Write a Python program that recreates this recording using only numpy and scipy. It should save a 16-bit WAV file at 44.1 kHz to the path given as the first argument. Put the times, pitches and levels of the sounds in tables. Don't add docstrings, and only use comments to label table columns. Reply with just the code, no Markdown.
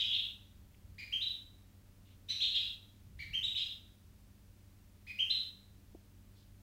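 import sys
import numpy as np
from scipy import signal
from scipy.fft import rfft, irfft
from scipy.io import wavfile
from scipy.ndimage import uniform_filter1d

SR = 44100
rng = np.random.default_rng(int(sys.argv[2]) if len(sys.argv) > 2 else 0)


def unload_audio(sound):
    columns = np.transpose(np.atleast_2d(sound))
    steps = np.round(np.clip(columns, -1, 1) * 32767)
    wavfile.write(sys.argv[1], SR, steps.astype(np.int16))


N = 291942

NOTE_KINDS = { "low": dict(rise=.28, start=0.66, end=.73, rasp=.015, air_db=-13.5, edge_hz=1810),
              "middle": dict(rise=.6, start=.78, end=.9, rasp=.014, air_db=-34.5, edge_hz=2480),
              "high": dict(rise=.68, start=.82, end=.88, rasp=.042, air_db=-20.5, edge_hz=2500),
              "harsh": dict(rise=.52, start=.64, end=.64, rasp=.13, air_db=-20, edge_hz=2430),
              "buzz": dict(rise=.42, start=.88, end=.87, rasp=.075, air_db=-10.5, edge_hz=2970), }
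# start in seconds, length in seconds, top pitch in Hz, source level in dB,
# slope per harmonic in dB, kind.
BIRD_NOTES = [ (-.012, .042, 3940, -38.5, -12, "harsh"), (-.005, 0.029, 1698, -41.5, -10, "buzz"),
              (0.104, 0.015, 3424, -35, -23, "middle"), (.116, .057, 4127, -40, -23, "harsh"),
              (.981, 0.035, 2485, -48, -2, "low"), (1.123, 0.024, 3245, -38, -15.5, "middle"),
              (1.209, 0.032, 4070, -38.5, -24, "high"), (2.285, 0.045, 2107, -40.5, -4.5, "buzz"),
              (2.403, 0.045, 4222, -36, -10, "harsh"), (2.541, .04, 4200, -37, -13.5, "harsh"),
              (2.550, 0.019, 1703, -42.5, -11.5, "buzz"), (3.188, .047, 2331, -48, -6, "low"),
              (3.332, .035, 3206, -39.5, -13, "middle"), (3.426, 0.034, 3988, -38.5, -5, "high"),
              (3.547, 0.061, 4100, -41, -10.5, "harsh"), (3.570, 0.0354, 1775, -47.5, -5, "buzz"),
              (5.066, 0.048, 2547, -51, -6, "low"), (5.187, 0.028, 3204, -35.5, -17, "middle"),
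              (5.300, 0.017, 4124, -32.5, -13, "high"), ]
# frequency in Hz, gain in dB.
THROAT_RESPONSE = [(4200, -1.5), (4500, -8.5), (5000, -8), (6300, -15.5), (7000, -21.5), (8100, -25),
                   (10000, -49.5)]
# frequency in Hz, relative level in dB.
TURBULENCE_SPECTRUM = [(900, -52), (1500, -16.5), (2000, -7), (2800, 4), (4100, -2.5), (4500, -8.5),
                       (5200, -8.5), (7500, -30.5), (9000, -37.5)]
# delay in seconds, level re direct sound in dB.
WALL_ECHOES = [(.0047, -7.5), (0.0127, -4), (0.0193, -19.5), (0.0275, -6.5)]
# start in seconds, length in seconds, centre in Hz, level in dB.
NEST_RUSTLES = [(0.737, 0.021, 2550, -69.5), (2.013, 0.18, 3380, -72), (6.304, .19, 4160, -73.5)]
# frequency in Hz, 60 dB decay time in seconds, relative level in dB.
NEST_KNOCK_MODES = [(335, 0.024, 4.5), (466, 0.017, -5), (678, 0.049, -12)]
# frequency in Hz, level in dB.
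HUM_LINES = [(48, -71.5), (96, -64), (199.5, -72), (286, -80.5), (587, -88), (942, -99)]
# frequency in Hz, relative level in dB.
RUMBLE_SPECTRUM = [(12, -25), (42, -0.5), (90, 1.5), (125, -10), (160, -5), (210, -29.5), (900, -75)]
# midpoint in seconds, length in seconds, peak added gain in dB.
RUMBLE_SWELLS = [(0.63, 0.24, -63), (0.906, 0.31, -60), (3.286, 0.71, -54)]
# frequency in Hz, relative level in dB.
ROOM_TONE_SPECTRUM = [(15, -19.5), (33, -4.5), (62, -4), (80, -5.5), (100, -6.5), (130, -15), (220, -15),
                      (330, -21), (450, -26.5), (700, -31), (1100, -33), (3500, -36), (10000, -40),
                      (15500, -38)]


def chirp(length_s, top_hz, slope_db, rise, start, end, rasp, air_db, edge_hz, rasp_hz=700):
    size = int(length_s * SR)
    arch = np.interp(np.linspace(0, 1, size), [0, rise, 1], [-1, 0, 1])
    slack = (1 - np.where(arch < 0, start, end)) * arch ** 2
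    sag = rasp * (1 + np.tanh(wander(rasp_hz, size))) / 2
    pitch_hz = top_hz * (1 - slack) * (1 - sag)
    phase = 2 * np.pi * np.cumsum(pitch_hz) / SR
    envelope = np.abs(np.cos(np.pi * arch / 2)) ** 0.41
    tone = 0
    for k in range(1, 5):
        low_cut = 1 / np.hypot(1, (edge_hz / (k * pitch_hz)) ** 10)
        throat = colour(THROAT_RESPONSE, k * pitch_hz) * low_cut
        bloom = envelope ** (0.86 * (k - 1))
        tone = tone + throat * undb(slope_db * k) * bloom * np.sin(k * phase)
    air = undb(air_db) * noise(TURBULENCE_SPECTRUM, size)
    return unit(envelope * (unit(tone) + air))


def bird(lead_s=0.1):
    lead = int(lead_s * SR)
    out = np.zeros(N + lead)
    for start_s, length_s, top_hz, level_db, slope_db, kind in BIRD_NOTES:
        note = chirp(length_s, top_hz, slope_db, **NOTE_KINDS[kind])
        add(out, undb(level_db) * note, start_s + lead_s)
    return room(out)[lead:]


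def room(x, t60_s=0.54, tail_db=5.0, build_s=0.044):
    t = np.arange(SR) / SR
    tail = rng.standard_normal(SR) * undb(-60 * t / t60_s) * (1 - np.exp(-t / build_s))
    response = undb(tail_db) * tail / np.linalg.norm(tail)
    response[0] += 1
    for delay_s, db in WALL_ECHOES:
        response[int(delay_s * SR)] += undb(db)
    return signal.fftconvolve(x, response / np.linalg.norm(response))[:len(x)]


def rustles():
    out = np.zeros(N)
    for start_s, length_s, hz, db in NEST_RUSTLES:
        size = int(length_s * SR)
        add(out, undb(db) * np.hanning(size) * band(0.75 * hz, 1.18 * hz, size), start_s)
    return out


def knock(start_s=5.9482, gain_db=-40.5, contact_s=0.0013):
    out = np.zeros(N)
    t = np.arange(SR // 10) / SR
    ring = sum(undb(db - 60 * t / t60_s) * np.sin(2 * np.pi * hz * t)
               for hz, t60_s, db in NEST_KNOCK_MODES)
    attack = 1 - np.exp(-(t / contact_s) ** 2)
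    add(out, undb(gain_db) * ring * attack, start_s)
    return out


def mains_hum(waver_hz=1.6, waver_rate_hz=12):
    out = np.zeros(N)
    for hz, db in HUM_LINES:
        pitch_hz = hz + waver_hz * wander(waver_rate_hz, N)
        out += undb(db) * unit(np.sin(2 * np.pi * np.cumsum(pitch_hz) / SR))
    return out


def rumble(steady_db=-71):
    gain = np.full(N, undb(steady_db))
    for middle_s, length_s, db in RUMBLE_SWELLS:
        add(gain, undb(db) * np.hanning(int(length_s * SR)), middle_s - length_s / 2)
    return gain * noise(RUMBLE_SPECTRUM, N)


def room_tone(level_db=-62):
    return undb(level_db) * noise(ROOM_TONE_SPECTRUM, N)


def undb(db):
    return 10 ** (np.asarray(db) / 20)


def unit(x):
    return x / np.sqrt(np.mean(x ** 2))


def colour(points, hz):
    knots_hz, db = np.transpose(points)
    return undb(np.interp(np.log(np.maximum(hz, 1)), np.log(knots_hz), db))


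def noise(points, size):
    white = rfft(rng.standard_normal(size))
    return unit(irfft(white * colour(points, np.fft.rfftfreq(size, 1 / SR)), size))


def band(lo_hz, hi_hz, size):
    sos = signal.butter(2, [lo_hz, hi_hz], "band", fs=SR, output="sos")
    return unit(signal.sosfilt(sos, rng.standard_normal(size)))


def wander(rate_hz, size):
    position = np.arange(size) / SR * rate_hz
    knots = int(position[-1]) + 2
    return unit(np.interp(position, np.arange(knots), rng.standard_normal(knots)))


def add(out, x, start_s):
    i = max(int(start_s * SR), 0)
    out[i:i + len(x)] += x[:len(out) - i]


def scene():
    return (bird() + rustles() + knock() + mains_hum() + rumble() + room_tone())[None]


def record(dry, open_db=8, threshold_db=-53, split_hz=1200, fizz_db=-62, overload_db=-30, top_hz=15750):
    treble = signal.sosfiltfilt(signal.butter(2, split_hz, "high", fs=SR, output="sos"), dry)
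    power = np.abs(uniform_filter1d(treble ** 2, SR // 50))
    opening = power / (power + undb(threshold_db) ** 2)
    overload = np.abs(treble / undb(overload_db)) ** 3
    fizz = undb(fizz_db) * overload * rng.standard_normal(dry.shape)
    out = dry + (undb(open_db) - 1) * opening * treble + fizz
    return signal.sosfilt(signal.ellip(10, .1, 70, top_hz, fs=SR, output="sos"), out)


dry = scene()
out = record(dry)
unload_audio(out)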